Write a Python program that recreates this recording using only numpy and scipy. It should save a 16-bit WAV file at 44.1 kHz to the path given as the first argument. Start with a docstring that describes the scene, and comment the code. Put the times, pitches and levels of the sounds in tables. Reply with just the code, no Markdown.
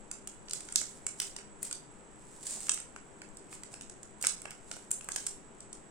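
"""Fingers peel a foil and paper wrapper off a chocolate bar, close to the microphone in a small hard room.
Each crease snaps as a click with a few ms of flutter; strokes of rubbing and tearing are streams of tiny slips.
The bar knocks dully as a damped sine, and dense decaying reflections make the room ring briefly.
Behind lie a low rush of air with a faint hum, a soft hiss and a thin high whine, all filtered noise."""
import sys
import numpy as np
from scipy import signal
from scipy.fft import rfft, irfft
from scipy.io import wavfile
from scipy.ndimage import uniform_filter1d, minimum_filter1d

SR = 44100
rng = np.random.default_rng(int(sys.argv[2]) if len(sys.argv) > 2 else 0)


def output_pcm(signal):
    """Save a mono or channel-first signal as 16-bit PCM at the path in sys.argv[1].

    Samples are clipped to [-1, 1] before scaling.
    """
    pcm = np.clip(np.atleast_2d(signal).T, -1, 1) * 32767
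    wavfile.write(sys.argv[1], SR, np.round(pcm).astype(np.int16))


N = 260190
BINS = np.fft.rfftfreq(N, 1 / SR)
TIME = np.arange(N) / SR

# spectrum of the rushing air: [f/Hz, relative density/dB]
AIR_SPECTRUM = [(20, 5.5), (40, -3.5), (90, -11.5), (130, -3.5), (400, -4.5), (650, -9.5), (1000, -11),
                (1300, -96)]
# spectrum of the soft hiss: [f/Hz, relative density/dB]
HISS_SPECTRUM = [(600, -10.5), (1000, 6), (1400, 5.5), (3200, -5.5), (5000, -15), (6700, -7.5), (7500, 0.5),
                 (8800, -7), (10200, -38), (16000, -53)]
# likeness of the background noise at the two ports: [f/Hz, left-right correlation]
AIR_CORRELATION = [(40, 0), (130, 0.9), (640, 0.38), (1400, 0), (7000, 0.52)]
# stereo balance of the background noise: [f/Hz, left minus right/dB]
NOISE_BALANCE = [(60, 3.5), (200, 7.5), (380, 3), (4400, -0.5), (8000, -6), (15000, 29)]
# hum components in the air: [f/Hz, level/dB]
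HUM_TONES = [(208, -68), (308, -71), (395, -67.5)]
# time for the room's reflections to fall by 60 dB: [f/Hz, t/s]
DECAY_TIMES = [(500, 0.11), (2000, 0.36), (8000, 0.3)]
# colour of the room's reflections: [f/Hz, level/dB]
REFLECTION_COLOUR = [(500, 8), (1500, -1), (3000, -1), (7500, 0), (14000, -8)]
# the right microphone port resonates lower than the left: [f/Hz, left minus right/dB]
PORT_BALANCE = [(1800, 4), (5500, 2), (7000, -5), (8000, -0.5), (9000, 9.5), (10300, 9), (13000, 2.5)]
# dull knocks of the bar against the fingers: [t/s, f/Hz, level/dB rms over 10 ms]
BAR_KNOCKS = [(0.8148, 620, -52), (1.0662, 1490, -46.5), (1.3871, 750, -60), (2.573, 760, -53),
              (2.694, 1270, -45), (2.9629, 1560, -50.5), (3.737, 780, -54.5), (4.4545, 700, -52),
              (4.714, 690, -50), (4.7665, 700, -53), (5.0879, 1300, -45.5), (5.161, 770, -49.5)]
# strokes of the fingers, rubbing or tearing the wrapper: [start t/s, length t/s, relative level/dB]
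FINGER_STROKES = [(0.517, 0.059, -46.5), (0.702, 0.22, -52), (1.21, 0.056, -46), (1.645, 0.02, -40),
                  (2.245, 0.18, -59), (2.474, 0.074, -37), (2.602, 0.079, -44), (3.524, 0.025, -47),
                  (3.724, 0.016, -50.5), (4.235, 0.018, -38), (4.688, 0.12, -55.5), (5.133, 0.078, -46.5)]
# spectrum of the sliding wrapper: [f/Hz, relative density/dB]
SLIDE_SPECTRUM = [(300, -22.5), (700, -17.5), (3100, -15), (6300, -8.5), (7800, 2.5), (9200, 0),
                  (11500, -21.5), (16000, -29)]
# creases snapping: [t/s, then relative level/dB of paper body, foil crack, foil sizzle and top fizz]
CREASE_SNAPS = [(0.1139, -48.5, -45, -37, -58), (0.2735, -53, -49.5, -38.5, -55),
                (0.484, -55, -49.5, -60, -80), (0.496, -61, -51, -46.5, -72), (0.51, -54, -41.5, -38, -58),
                (0.5338, -50, -40.5, -32.5, -47), (0.606, -54.5, -51, -43.5, -69),
                (0.687, -49.5, -50, -49, -84), (0.7238, -55, -51, -37, -65),
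                (0.758, -42.5, -25, -23, -35.5), (0.8147, -45, -50, -34, -62), (1.066, -43, -44, -30, -52),
                (1.2007, -43.5, -32, -31.5, -36.5), (1.2183, -45.5, -53, -36.5, -52),
                (1.364, -49, -44.5, -41, -62), (1.387, -49, -68, -51, -74), (1.629, -53.5, -57.5, -34, -47),
                (1.7117, -46.5, -46.5, -37, -62), (1.7272, -56, -41, -35, -51), (2.468, -63, -49, -40, -56),
                (2.605, -56, -62, -41, -60), (2.6682, -59, -50, -43, -67), (2.6843, -46, -55, -55, -61),
                (2.694, -37.5, -30.5, -23.5, -61), (2.7171, -59, -45, -30, -58),
                (2.743, -56, -47, -33.5, -50), (2.775, -46.5, -47.5, -46, -68),
                (2.8007, -55, -56, -40.5, -60), (2.9622, -48, -58.5, -51, -73),
                (3.218, -48, -54.5, -48.5, -73), (3.3706, -70, -57, -47, -68),
                (3.527, -48.5, -57, -54, -64), (3.6345, -53.5, -52.5, -43.5, -64),
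                (3.74, -51.5, -51.5, -45.5, -69), (3.8107, -54, -48.5, -45.5, -62.5),
                (3.82, -62, -61, -48.5, -72), (3.8973, -60, -56.5, -45, -79),
                (4.0307, -62, -57.5, -46, -68), (4.213, -58, -52, -43, -57),
                (4.2256, -52, -42.5, -32.5, -45), (4.2399, -35, -43, -49, -50), (4.248, -36, -37, -38, -46),
                (4.256, -46, -41, -37, -60), (4.2689, -39.5, -31, -21.5, -39.5),
                (4.418, -59, -57, -43, -58), (4.4547, -40.5, -54, -48.5, -71),
                (4.507, -51.5, -51, -44.5, -57), (4.515, -51.5, -58, -57, -72),
                (4.714, -44.5, -42.5, -38, -62), (4.7665, -51.5, -56, -53, -64),
                (4.907, -57, -56, -42, -58), (4.914, -52, -44, -25.5, -42), (5.01, -50.5, -55, -46, -77),
                (5.044, -64, -61, -46.5, -60), (5.0879, -41.5, -50, -37.5, -51),
                (5.119, -60, -40, -36.5, -60), (5.161, -40, -36, -31.5, -47),
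                (5.266, -54, -42.5, -30.5, -48), (5.2688, -51, -44.5, -33, -52),
                (5.6052, -72, -56, -46, -82), (5.729, -62, -52, -42.5, -70)]
# spectrum of the snapping wrapper within each band: [f/Hz, relative density/dB]
WRAPPER_SPECTRUM = [(250, -28.5), (550, -21.5), (1100, -15.5), (1450, -7.5), (1900, -12.5), (2900, -10),
                    (3900, -15), (5200, -9), (6200, -9), (7600, 2), (9100, 1), (10800, -17.5),
                    (12700, -27.5), (16000, -34.5)]
# where the creases snap as the fingers move about: [t/s, left minus right/dB]
CREASE_PLACES = [(1.4, -4.5), (1.63, 4), (1.73, -5), (4.72, -6), (4.91, -2), (5.1, -3.5)]
# crossovers between body, crack, sizzle and fizz: [f/Hz]
BAND_EDGES = [3000, 6500, 10500]

AIR_DB, HISS_DB = -55, -61.5
WHINE_HZ, WHINE_DB, WHINE_WIDTH_HZ = 7803, -64, 110  # width: offset at which the amplitude halves
# a stroke builds up and lets go with these time constants, each lengthened by a share of the stroke
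ATTACK_S, RELEASE_S, EASE_SHARE = 0.0078, 0.012, 0.37
HOLD_DB = -69.5  # relative level of the wrapper stirring in the hands between strokes
SLIPS_PER_S, SLIP_SPREAD_DB, RUB = 1400, 2.5, 0.25  # rate, unevenness, smooth rub beneath the slips
WRINKLES_PER_S, WRINKLE_DB, WRINKLE_DECAY_S = 40, 6, 0.0018  # WRINKLE_DB: before merging
CEILING_DB, EDGE_HZ = -3.5, 16600  # limiter ceiling ahead of the band limit; low-pass edge


def amp(db):
    """Level law: converts decibels to an amplitude ratio."""
    return 10 ** (np.asarray(db) / 20)


def unit(x):
    """Normalisation: scales to a root mean square of one."""
    return x / np.sqrt(np.mean(x ** 2) + 1e-20)


def read(points, hz):
    """Interpolation: reads a table on a logarithmic frequency axis."""
    f, value = np.transpose(points)
    return np.interp(np.log(hz + 1), np.log(f + 1), value)


def sides(balance_db):
    """Constant-power panning: left and right gains for a level difference."""
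    pair = np.array([amp(balance_db / 2), amp(-balance_db / 2)]).reshape(2, -1)
    return pair / np.sqrt(np.mean(pair ** 2, 0))


def causal(gain):
    """Minimum phase: folding the cepstrum gives a response that starts at once and rings out."""
    cepstrum = irfft(np.log(np.maximum(gain, 1e-5)))
    half = len(cepstrum) // 2
    cepstrum[1:half] *= 2
    cepstrum[half + 1:] = 0
    return np.exp(rfft(cepstrum))


def add(mix, s, sound):
    """Superposition: adds a stereo sound to the mix at time s."""
    part = mix[:, max(round(s * SR), 0):][:, :sound.shape[1]]
    part += sound[:, :part.shape[1]]


def steady(gain):
    """Partial coherence: stationary noise of a given spectrum, partly alike at the two ports."""
    left, other = rfft(rng.standard_normal((2, N)))
    same = np.clip(read(AIR_CORRELATION, BINS), -1, 1)
    right = same * left + np.sqrt(1 - same ** 2) * other
    shaped = np.array([left, right]) * gain * sides(read(NOISE_BALANCE, BINS))
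    return unit(irfft(shaped, N))


def resonance(hz, width_hz):
    """Resonance curve: a narrow peak, which turns noise into a wavering tone."""
    return 1 / (1 + ((BINS - hz) / width_hz) ** 2)


def background(hum_width_hz=5, whine_balance_db=-3):
    """Filtered noise: broad bands give rushing air and hiss, narrow ones a wavering hum and a whine."""
    air = amp(AIR_DB) * steady(amp(read(AIR_SPECTRUM, BINS)))
    hiss = amp(HISS_DB) * steady(amp(read(HISS_SPECTRUM, BINS)))
    hum = sum(amp(db) * steady(resonance(hz, hum_width_hz)) for hz, db in HUM_TONES)
    whine = amp(WHINE_DB) * steady(resonance(WHINE_HZ, WHINE_WIDTH_HZ))
    return air + hiss + hum + whine * sides(whine_balance_db)  # balance adds to the noise's own


def room(x, wet_db=-3.5, taps_per_s=1800, build_s=0.015, shared=0.44, balance_db=-0.5, size=22050):
    """Reverberation: dense reflections build up and decay at a rate set by frequency, the lows fastest."""
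    taps = rng.standard_normal((3, size)) * (rng.random((3, size)) < taps_per_s / SR)
    hz, t, z = signal.stft(taps[:2] + shared * taps[2], SR, nperseg=256)
    z = z * amp(-60 * t / read(DECAY_TIMES, hz)[:, None])
    tail = signal.istft(z, SR, nperseg=256)[1][:, :size]
    tail *= np.minimum(np.arange(size) / SR / build_s, 1)
    tail /= np.linalg.norm(tail, axis=1, keepdims=True)
    colour = amp(read(REFLECTION_COLOUR, np.fft.rfftfreq(size, 1 / SR)))
    tail = irfft(rfft(tail) * causal(colour))
    return amp(wet_db) * sides(balance_db) * signal.fftconvolve(x, tail, axes=1)[:, :N]


def knocks(decay_s=0.0016, size=1024):
    """Damped oscillation: the hand-held bar rings for a few cycles, at a pitch set by the grip."""
    out, t = np.zeros((2, N)), np.arange(size) / SR
    for s, hz, db in BAR_KNOCKS:
        ring = np.sin(2 * np.pi * hz * t) * np.exp(-t / decay_s)
        rms = np.sqrt(np.sum(ring ** 2) * 100 / SR)  # over 10 ms
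        add(out, s, sides(0) * amp(db) * ring / rms)
    return out


def effort_db():
    """Power addition: every stroke rises, holds and falls exponentially to the resting touch."""
    power = amp(HOLD_DB) ** 2
    for start, length, db in FINGER_STROKES:
        ease_s = EASE_SHARE * length  # a longer stroke is gentler
        early = np.maximum(start - TIME, 0) / (ATTACK_S + ease_s)
        late = np.maximum(TIME - start - length, 0) / (RELEASE_S + ease_s)
        power = power + (amp(db) * np.exp(-early - late)) ** 2
    return 10 * np.log10(power)


def slide(clump_db=1.9, balance_db=-4.5, firm_db=-59, merging=0.51, size=512):
    """Stick-slip friction: clumps of tiny uneven slips, with small wrinkles giving way now and then."""
    level_db = effort_db()
    slip_db = SLIP_SPREAD_DB * np.minimum(rng.exponential(1, N), 4)
    slips = (rng.random(N) < SLIPS_PER_S / SR) * amp(slip_db)
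    grain = rng.standard_normal((3, N))
    # the foil catches and lets go, so the slips bunch over about ten ms
    clumps = amp(clump_db * unit(uniform_filter1d(rng.standard_normal(N), size)))
    # a light touch frees single wrinkles; in a firm pull they merge into the stream
    wrinkle_db = WRINKLE_DB - merging * np.maximum(level_db - firm_db, 0)
    wrinkles = (rng.random(N) < WRINKLES_PER_S / SR) * rng.random(N) * amp(wrinkle_db)
    decay = np.exp(-np.arange(size) / SR / WRINKLE_DECAY_S)
    flutter = signal.oaconvolve(wrinkles, decay)[:N]
    stream = (clumps * (slips + RUB) + flutter) * (grain[2] + grain[:2])  # grain[2] is common to both sides
    sound = unit(irfft(rfft(stream) * causal(amp(read(SLIDE_SPECTRUM, BINS))), N))
    return sound * sides(balance_db) * amp(level_db)


def snaps(flutter=0.36, flutter_s=0.0034, bounce_s=0.0012, bounce=0.35, lag_rad=1.89, in_step_hz=8300,
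          wander_s=3e-5, size=2048):
    """Snap-through buckling: a crease flips with a click, the sheet flutters, a near surface reflects."""
    lead = size // 16  # the click sits a short way into its frame, and the frame is placed that much earlier
    out, t = np.zeros((2, N)), (np.arange(size) - lead) / SR
    hz = np.fft.rfftfreq(size, 1 / SR)
    colour, band = amp(read(WRAPPER_SPECTRUM, hz)), np.searchsorted(BAND_EDGES, hz)
    for s, *levels_db in CREASE_SNAPS:
        grain = rng.standard_normal((3, size))
        burst = flutter * (grain[2] + grain[:2]) * np.exp(-(t / flutter_s) ** 2) * (t >= 0)
        burst[:, lead] += 2
        delay_s = bounce_s * rng.uniform(0.499, 2)
        click = rfft(burst) * (1 + bounce * np.exp(-2j * np.pi * hz * delay_s))
        # the left port lags in the midrange, with a small random shift, either way, for each snap
        lag = lag_rad * np.sin(np.pi * np.minimum(hz / in_step_hz, 1))
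        lag += 2 * np.pi * hz * wander_s * rng.uniform(-1.04, 1)
        click[0] *= np.exp(-1j * lag)
        # broad folds knock, small ones sizzle: each snap has its own mix of the four bands
        band_power = np.bincount(band, np.mean(abs(click * colour) ** 2, 0))
        lift_db = levels_db - 10 * np.log10(band_power)
        blended_db = uniform_filter1d(lift_db[band], size * 1000 // SR)  # over 1 kHz
        ring = irfft(click * causal(unit(colour * amp(blended_db))))
        power = np.sum(amp(levels_db) ** 2)
        # the level is an rms over 10 ms
        ring *= np.sqrt(power * SR / 100 / np.sum(ring ** 2, 1, keepdims=True))
        balance_db = np.interp(s, *np.transpose(CREASE_PLACES))
        add(out, s - lead / SR, sides(balance_db) * ring)
    return out


def scene(snap_db=-0.5, slide_db=-1, turn_hz=0.8185):
    """Superposition: the wrapper and its reflections, heard through two ports, over the background."""
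    wrapper = amp(snap_db) * snaps() + amp(slide_db) * slide() + knocks()
    # as the hands move, the pattern of reflections keeps changing: two patterns trade places
    turn = 2 * np.pi * turn_hz * TIME
    reflections = room(wrapper * np.cos(turn)) + room(wrapper * np.sin(turn))
    heard = irfft(rfft(wrapper + reflections) * sides(read(PORT_BALANCE, BINS)), N)
    return heard + background()


def record(dry, size=161):
    """Peak limiting: a fast gain holds down the hardest snaps; a low-pass then limits the band."""
    gain = np.minimum(1, amp(CEILING_DB) / (abs(dry).max(0) + 1e-9))
    gain = uniform_filter1d(minimum_filter1d(gain, size), size)
    lowpass = signal.firwin(511, EDGE_HZ, window=("kaiser", 9), fs=SR)
    return signal.oaconvolve(dry * gain, lowpass[None], "same")


dry = scene()
out = record(dry)
output_pcm(out)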